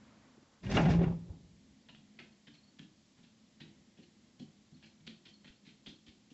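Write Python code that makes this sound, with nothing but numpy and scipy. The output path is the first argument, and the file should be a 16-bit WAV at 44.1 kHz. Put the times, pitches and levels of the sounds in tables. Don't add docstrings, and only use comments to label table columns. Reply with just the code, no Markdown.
import sys
import numpy as np
from scipy import signal
from scipy.fft import rfft, irfft, next_fast_len
from scipy.io import wavfile
from scipy.ndimage import uniform_filter1d, minimum_filter1d

SR = 44100
rng = np.random.default_rng(int(sys.argv[2]) if len(sys.argv) > 2 else 0)


def file_out(sig):
    cols = np.atleast_2d(sig).T
    lim = np.clip(cols, -1, 1)
    pcm = np.round(lim * 32767).astype(np.int16)
    wavfile.write(sys.argv[1], SR, pcm)


N = 279234
T = np.arange(N) / SR

# f/Hz, gain/dB
DRONE_SPECTRUM = [(20, -36.5), (50, -14), (105, -10), (135, -7), (175, -7), (213, 6), (240, -5), (265, 0),
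                  (290, -15), (322, -7), (375, -15.5), (480, -19), (800, -23), (1150, -37), (2000, -23.5)]
TYRE_SPECTRUM = [(30, -11.5), (100, 2), (200, 0), (280, 3), (360, -7), (560, -3), (750, -7), (1100, -5),
                 (1450, -8.5), (2000, -11.5), (3500, -21), (6000, -34)]
AIR_SPECTRUM = [(300, -30), (1000, -31.5), (1600, -20), (2600, -8.5), (3100, -4.5), (4400, -4), (6000, -6),
                (7400, -6.5), (8000, -10)]
# t/s, level/dB
DRONE_LEVEL = [(.35, -63), (.48, -71), (1.5, -65.5), (6.3, -67)]
CAR_LEVEL = [(0, -67), (.08, -66), (.25, -67.5), (.42, -69), (.58, -70), (1.0, -85.5), (1.7, -77.5),
             (6.4, -78)]
# t/s, peak/dB, f/Hz, length/s
BUMPS = [(0.377, -51.5, 323, 0.0088), (0.426, -54.5, 294, 0.0083), (0.644, -34.5, 116.4, 0.044),
         (.753, -20.5, 126, 0.017), (0.897, -24, 104, 0.019), (0.985, -19.5, 134, 0.015),
         (1.042, -25, 166, .026), (1.291, -36, 83.7, 0.034), (4.397, -43, 248.8, 0.051),
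         (5.059, -65, 63.2, 0.047), (5.492, -55.5, 50, 0.026), (5.863, -60, 54.3, 0.047),
         (6.08, -57, 78, 0.029)]
# f/Hz, gain/dB
RUMBLE_SPECTRUM = [(15, -41), (35, -8.5), (60, -0.5), (125, -3.5), (160, 3.5), (220, -16.5), (400, -67.5)]
ROAR_SPECTRUM = [(110, -42), (180, 2.5), (235, 6), (310, 0), (385, 2.5), (440, -4.5), (500, -5.5),
                 (570, -5.5), (680, -11.5), (770, -12), (825, -11.5), (880, -13), (1000, -15.5),
                 (1500, -25.5)]
RASP_SPECTRUM = [(600, -44), (1070, -4.5), (1250, -8.5), (1430, 0), (1610, -2.5), (1850, 3.5), (2020, -4),
                 (2200, 1), (2780, -1), (2950, -8), (3400, -3.5), (3800, -9.5), (5000, -51.5)]
HISS_SPECTRUM = [(2500, -27), (3600, -2), (5500, -3.5), (7000, -9.5), (8000, -18.5)]
KNOCK_SPECTRUM = [(200, -16.5), (450, 5.5), (800, 9), (1050, 0), (1450, 0.5), (2100, -4.5), (2800, -6),
                  (3150, -23), (7000, -43.5)]
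# peak t/s, rise/s, t60/s, roar level/dB, tilt/(dB/oct)
GUSTS = [(0.644, 0.011, 0.99, -48, -4), (0.708, 0.017, 0.25, -35.5, -6.5), (.717, 0.0044, 0.46, -46, -0.5),
         (0.761, 0.015, 0.29, -28.5, -4), (0.784, 0.0048, 0.52, -29, -10), (.868, 0.03, 0.65, -36.5, -6),
         (0.909, 0.016, 0.19, -37.5, -3), (1.004, 0.013, 0.38, -43.5, -8),
         (1.043, 0.033, 0.24, -36.5, -8.5), (1.31, 0.04, 0.69, -59, -15)]
# t/s, f/Hz
HUM_PITCH = [(.645, 175.6), (0.695, 209), (.75, 181.3), (0.8, 163.6), (.835, 160.2), (0.858, 142.5),
             (0.882, 184.6), (.92, 160.7), (.96, 170.1), (1.3, 168.3)]
# t/s, side re mid/dB
HISS_WIDTH = [(.68, -29), (.705, 8), (.73, -16), (.76, -50)]
# t/s, level/dB, catch window/s, tilt/(dB/oct)
SCRAPES = [(.636, -60.5, 0.0049, -12), (.666, -49, 0.0096, 12), (.694, -49, 0.013, -11),
           (.715, -40.5, 0.0094, -0.5), (.771, -27.5, 0.0099, 1), (.794, -33, 0.0066, 0),
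           (.856, -35, 0.01, -3), (.886, -37.5, 0.014, -6.5), (.906, -42, .01, -5),
           (.938, -41.5, .012, -3.5), (.991, -38.5, 0.0036, -9), (1.006, -35, .012, -10.5),
           (1.039, -45.5, 0.0077, -1.5), (1.075, -43.5, 0.005, -10.5)]
# f/Hz, gain/dB, t60/s
HOLLOW_MODES = [(386, -2.5, 0.12), (568, -0.5, 0.075), (642, 0.5, 0.097), (743, -1.5, .12),
                (826.5, 0, 0.14), (1070, -10.5, 0.13), (1440, -6, .1), (1615, -3, .1), (2010, -1, 0.041),
                (2370, -4.5, 0.027), (2820, 1, 0.045)]
# t/s, f/Hz, level/dB
WHISTLE_GLIDE = [(.83, 830, -53), (.87, 800, -41.5), (.893, 689, -38.5), (.91, 608, -43), (.94, 616, -57)]
# t/s, level/dB, tilt/(dB/oct)
CLICKS = [(1.887, -59, -5), (1.948, -59.5, -7), (2.19, -63, -11), (2.206, -62, -8), (2.4695, -65, 0),
          (2.793, -57, 10), (4.397, -64, 7), (4.827, -65, -7), (5.076, -46.5, 0), (5.103, -65, 7),
          (5.445, -60.5, -4), (5.863, -66, 4), (5.874, -62, -6), (6.083, -61, -2)]
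# f/Hz, gain/dB, t60/s
GLASS_MODES = [(654, -5, 0.0026), (1044, -6.5, 0.0041), (1440, -7.5, 0.0077), (1850, -3.5, .008),
               (2400, 2, 0.006), (2730, 3, 0.0069), (3162, 1.5, 0.012), (3530, -1.5, 0.011),
               (4060, 0, 0.0079), (4320, -3.5, 0.0057), (5110, -5, 0.0022), (6500, -4, 0.001)]
# f/Hz, t60/s
ROOM_DECAY = [(100, 0.54), (260, 0.33), (700, 0.46), (2000, 0.25), (5000, 0.34)]
# t/s, pad level/dB, pad contact/s, claw level/dB, skid time scale/s,
# claw tilt/(dB/oct), drag delay/s, drag level/dB
STROKES = [(1.889, -55.5, 0.0049, -56, 0.0099, -4.5, .059, -66.5),
           (1.976, -59.5, 0.0049, -74, 0.008, -5, .059, -83),
           (2.187, -57.5, 0.0014, -50.5, .012, -3.5, 0.039, -70),
           (2.468, -57.5, 0.0027, -58, .011, -2.5, 0.068, -65),
           (2.786, -49, 0.0033, -57, 0.0092, -3.5, 0.033, -66),
           (3.171, -61, 0.0055, -70, 0.022, -6.5, .059, -67),
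           (3.601, -52, 0.0027, -54.5, .014, -1, 0.071, -71),
           (3.972, -53.5, 0.0015, -69, 0.022, -0.5, 0.051, -66),
           (4.392, -49.5, 0.00065, -61.5, 0.011, 5, 0.02, -64.5),
           (4.714, -54, 0.0044, -81, 0.013, 7, 0.045, -74),
           (4.824, -64, 0.00036, -59.5, 0.017, -1, 0.029, -66),
           (5, -59, 0.0077, -73, 0.0083, 0, 0.051, -73), (5.065, -50.5, 0.0011, -52, .011, 2, .026, -68),
           (5.251, -62, 0.00045, -57.5, .014, 1, 0.029, -62),
           (5.445, -58.5, 0.0021, -59.5, 0.0097, -4, 0.023, -58.5),
           (5.648, -56, .003, -61, 0.036, 0.5, 0.043, -76),
           (5.86, -50.5, 0.0019, -50, .012, -0.5, 0.021, -57.5),
           (6.063, -58, 0.0011, -62.5, .011, 1.5, 0.015, -62.5),
           (6.298, -54.5, 0.0014, -66.5, .021, 11, .066, -77)]
# f/Hz, gain/dB
SCUFF_SPECTRUM = [(500, -13), (950, -8.5), (1300, -12.5), (1750, -3), (2600, -1), (3300, -5.5), (4300, -3),
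                  (5200, -8), (7500, -24)]
# f/Hz, gain/dB, t60/s
PANE_MODES = [(102, -18, 0.35), (159, 2, 0.18), (217.2, 2.5, 0.29), (262.4, 2, 0.19), (321.4, -2, 0.34),
              (394.3, -4.5, 0.18), (522, -6, 0.092), (727, -8, 0.073), (1060, -12, 0.046)]
# t/s, length/s, level before taper/dB, f/Hz
SQUEAKS = [(2.314, .035, -75, 4320), (2.53, 0.029, -68, 4360), (2.577, 0.025, -66.5, 4300),
           (2.628, 0.026, -69, 4320), (2.664, 0.054, -70.5, 4400), (4.737, .029, -68.5, 4310),
           (5.154, .03, -70, 4300), (5.331, 0.024, -61, 4300), (5.346, .026, -66, 4300),
           (5.55, 0.028, -70, 4320), (5.95, .03, -70, 4350)]

SIDE = np.array([[1], [-1]])
LN_1000 = np.log(1000)


def undb(db):
    return 10 ** (np.asarray(db) / 20)


def unit(x):
    return x / np.sqrt(np.mean(x ** 2))


def curves(table):
    times, *columns = np.transpose(table)
    return [np.interp(T, times, column) for column in columns]


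def along(points, hz):
    f, value = np.transpose(points)
    return np.interp(np.log(np.maximum(hz, 1)), np.log(f), value)


def colour(x, spectrum):
    size = next_fast_len(len(x), True)
    hz = np.fft.rfftfreq(size, 1 / SR)
    gain = undb(along(spectrum, hz)) / np.maximum(hz / spectrum[-1][0], 1) ** 2
    return irfft(rfft(x, size) * gain, size)[:len(x)]


def walk(rate_hz):
    hold = max(int(SR / rate_hz), 1)
    steps = np.repeat(rng.standard_normal(N // hold + 1), hold)[:N]
    return unit(uniform_filter1d(steps, hold))


def noise(spectrum, flutter_db, rate_hz):
    return unit(colour(rng.standard_normal(N), spectrum) * undb(flutter_db * walk(rate_hz)))


def tone(hz):
    return np.sin(2 * np.pi * np.cumsum(hz) / SR)


def add(track, at_s, sound):
    i = int(at_s * SR)
    track[i:i + len(sound)] += sound[:max(N - i, 0)]


def at_level(x, db):
    return x * undb(db) / np.sqrt(uniform_filter1d(x ** 2, SR // 100).max())


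def ring(hz, db, t60_s, spot_db, detune, size=SR // 2):
    t = T[:size, None]
    spot, shift = rng.standard_normal((2, len(hz)))
    strength = undb(db + spot_db * spot) * (-1) ** np.arange(len(hz))
    modes = np.sin(2 * np.pi * hz * (1 + detune * shift) * t) * np.exp(-LN_1000 * t / t60_s)
    return modes @ strength


def background(air_db=-74, width_db=-22):
    (car_db,), (drone_db,) = curves(CAR_LEVEL), curves(DRONE_LEVEL)
    drone = undb(drone_db) * noise(DRONE_SPECTRUM, 1.0, 5.8)
    tyres = undb(car_db) * noise(TYRE_SPECTRUM, 0.39, 4.3)
    air = undb(air_db) * noise(AIR_SPECTRUM, 0.15, 3.1)
    side = undb(air_db + width_db) * noise([(3000, -25), (4500, -15.5), (7500, -0.5)], 3.3, 30)
    return drone + tyres + air + SIDE * side


def bumps():
    out = np.zeros(N)
    for at_s, db, hz, length_s in BUMPS:
        t = T[:int(length_s * SR)]
        add(out, at_s, undb(db) * np.hanning(len(t)) * np.sin(2 * np.pi * hz * t))
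    return out


def swell(attack_s, tail_t60_s, start_s=0.609, end_s=1.1026, release_s=0.033, tail_db=-10):
    build = np.clip((T - start_s) / attack_s, 0, 1) ** 1.43
    after_s = np.maximum(T - end_s, 0)
    tail = undb(tail_db) * np.exp(-LN_1000 * after_s / tail_t60_s)
    return build * np.maximum(np.exp(-after_s / release_s), tail)


def burst(peak_s, rise_s, t60_s):
    t = T - peak_s
    return np.exp(-(np.minimum(t, 0) / rise_s) ** 2 - LN_1000 * np.maximum(t, 0) / t60_s)


def gusts(octaves):
    return np.sqrt(sum((undb(db + tilt * octaves) * burst(peak_s, rise_s, t60_s)) ** 2
                       for peak_s, rise_s, t60_s, db, tilt in GUSTS))


def rush(roar_db=-41, rumble_db=-34.5):
    roar_gain = np.hypot(gusts(0), undb(roar_db) * swell(attack_s=0.15, tail_t60_s=0.7))
    hiss_gain = gusts(octaves=3.85)
    eddies = undb(0.66 * walk(130))
    roar = roar_gain * noise(ROAR_SPECTRUM, 0.89, 49.39)
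    rasp = gusts(octaves=2.1) * noise(RASP_SPECTRUM, 0.65, 200)
    hiss = hiss_gain * noise(HISS_SPECTRUM, 1.4, 150)
    rumble = undb(rumble_db) * swell(attack_s=0.15, tail_t60_s=1.33) * noise(RUMBLE_SPECTRUM, 0.36, 25)
    mid = eddies * (roar + rasp + hiss) + rumble + knock() + hum()
    width_db, = curves(HISS_WIDTH)
    side = hiss_gain * undb(width_db) * noise(HISS_SPECTRUM, 1.5, 150)
    return mid + SIDE * side


def hum(level_db=-28.5, waver=0.015, flutter_db=2.26):
    hz, = curves(HUM_PITCH)
    note = unit(tone(hz * (1 + waver * walk(65.9))))
    return undb(level_db + flutter_db * walk(45)) * swell(attack_s=0.2, tail_t60_s=0.69) * note


def scrapes(crack_db=6, crack_decay_s=0.0022, count=5):
    out, t = np.zeros(N), T[:SR // 4]
    hz, mode_db, t60_s = np.transpose(HOLLOW_MODES)
    for at_s, db, window_s, tilt in SCRAPES:
        force = np.zeros(len(t))
        force[(rng.random(count) * window_s * SR).astype(int)] = rng.standard_normal(count) / 2
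        force[0] = 1
        body = ring(hz, mode_db + tilt * np.log2(hz / 1000), t60_s, spot_db=1, detune=0.0053, size=len(t))
        spectrum = [(300, -3), (1000, 8.5), (2800, tilt - 2), (3500, tilt - 9),
                    (4600, tilt - 16), (7000, tilt - 24)]
        crack = unit(colour(rng.standard_normal(len(t)), spectrum)) * np.exp(-t / crack_decay_s)
        add(out, at_s, at_level(signal.fftconvolve(force, body + undb(crack_db) * crack), db))
    return out


def knock(level_db=-26.5):
    envelope = burst(peak_s=0.772, rise_s=0.004, t60_s=0.22)
    return undb(level_db) * envelope * noise(KNOCK_SPECTRUM, 0.75, 220)


def whistle(waver=0.021, flutter_db=2):
    hz, db = curves(WHISTLE_GLIDE)
    gate = (T > WHISTLE_GLIDE[0][0]) & (T < WHISTLE_GLIDE[-1][0])
    return gate * undb(db + flutter_db * walk(130)) * unit(tone(hz * (1 + waver * walk(200))))


def glass(tilt, spot_db, detune):
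    hz, db, t60_s = np.transpose(GLASS_MODES)
    return ring(hz, db + tilt * np.log2(hz / 3000), t60_s, spot_db, detune, size=SR // 20)


def room(x, wet_db, onset_s=0.009):
    t = T[:SR // 2]
    hz, white = np.fft.rfftfreq(len(t), 1 / SR), rfft(rng.standard_normal(len(t)))
    band_hz, band_t60_s = np.transpose(ROOM_DECAY)
    tail = 0
    for t60_s, share in zip(band_t60_s, np.eye(len(band_hz))):
        band = irfft(white * along(np.c_[band_hz, share], hz), len(t))
        tail += band * np.exp(-LN_1000 * t / t60_s)
    tail *= 1 - np.exp(-t / onset_s)
    response = undb(wet_db) * tail / np.linalg.norm(tail)
    response[0] += 1
    return signal.fftconvolve(x, response)


def clicks():
    out = np.zeros(N)
    for at_s, db, tilt in CLICKS:
        tick = glass(tilt, spot_db=0, detune=0.049)
        add(out, at_s, at_level(room(tick, wet_db=-4), db))
    return out


def claw_skid(skid_s, tilt, scatter_db=4, friction_db=-21, scuff_db=-5, count=9):
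    t = T[:SR // 8]
    press = np.sqrt((t / skid_s) * np.exp(-(t / skid_s) ** 2))
    catches = undb(scatter_db * rng.standard_normal(count)) * rng.choice([-1, 1], count)
    force = undb(friction_db) * rng.standard_normal(len(t))
    force[(rng.random(count) * 1.5 * skid_s * SR).astype(int)] += unit(catches)
    ticks = signal.fftconvolve(force * press, glass(tilt, spot_db=2.5, detune=0.025))[:len(t)]
    spectrum = [(hz, db + tilt * np.log2(hz / 3000)) for hz, db in SCUFF_SPECTRUM]
    scuff = press * colour(rng.standard_normal(len(t)), spectrum)
    return unit(ticks) + undb(scuff_db) * unit(scuff)


def claws(drag_s=0.015, drag_db_per_oct=5, wet_db=-2.5):
    out = np.zeros(N)
    for at_s, _, _, claw_db, skid_s, tilt, delay_s, drag_db in STROKES:
        landing = room(claw_skid(skid_s, tilt), wet_db)
        drag = room(claw_skid(drag_s, tilt + drag_db_per_oct), wet_db)
        add(out, at_s, at_level(landing, claw_db))
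        add(out, at_s + delay_s, at_level(drag, drag_db))
    return out


def pads(heel_delay_s=0.021, heel_db=-5):
    out, t = np.zeros(N), T[:SR // 50]
    hz, mode_db, free_t60_s = np.transpose(PANE_MODES)
    t60_s = 0.92 * free_t60_s
    for at_s, db, contact_s, _, skid_s, *_ in STROKES:
        land_s = at_s + 0.55 * skid_s
        push = np.sin(np.pi * np.minimum(t / contact_s, 1)) ** 2
        for delay_s, part_db in (0, 0), (heel_delay_s, heel_db):
            thud = signal.fftconvolve(ring(hz, mode_db, t60_s, spot_db=1.5, detune=0.043), push)
            add(out, land_s + delay_s, at_level(room(thud, wet_db=-4), db + part_db))
    return out


def squeaks(waver=0.012, flutter_db=3):
    out = np.zeros(N)
    wander, grip = waver * walk(500), undb(flutter_db * walk(250))
    for at_s, length_s, db, hz in SQUEAKS:
        span = slice(int(at_s * SR), int(at_s * SR) + int(length_s * SR))
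        squeak = grip[span] * tone(hz * (1 + wander[span]))
        add(out, at_s, undb(db) * np.hanning(len(squeak)) * unit(squeak))
    return room(out, wet_db=-10)[:N]


def scene():
    paws = claws() + clicks() + pads() + squeaks()
    return paws + rush() + scrapes() + whistle() + bumps() + background()


def record(dry):
    ceiling_db, cutoff_hz, window = -16.5, 7750, SR // 40
    peak = np.maximum(np.abs(dry).max(axis=0), 1e-9)
    allowed = np.minimum(1, undb(ceiling_db) / peak)
    gain = uniform_filter1d(minimum_filter1d(allowed, window), window)
    lowpass = signal.ellip(10, 0.2, 70, cutoff_hz, fs=SR, output="sos")
    return signal.sosfilt(lowpass, dry * gain)


dry = scene()
out = record(dry)
file_out(out)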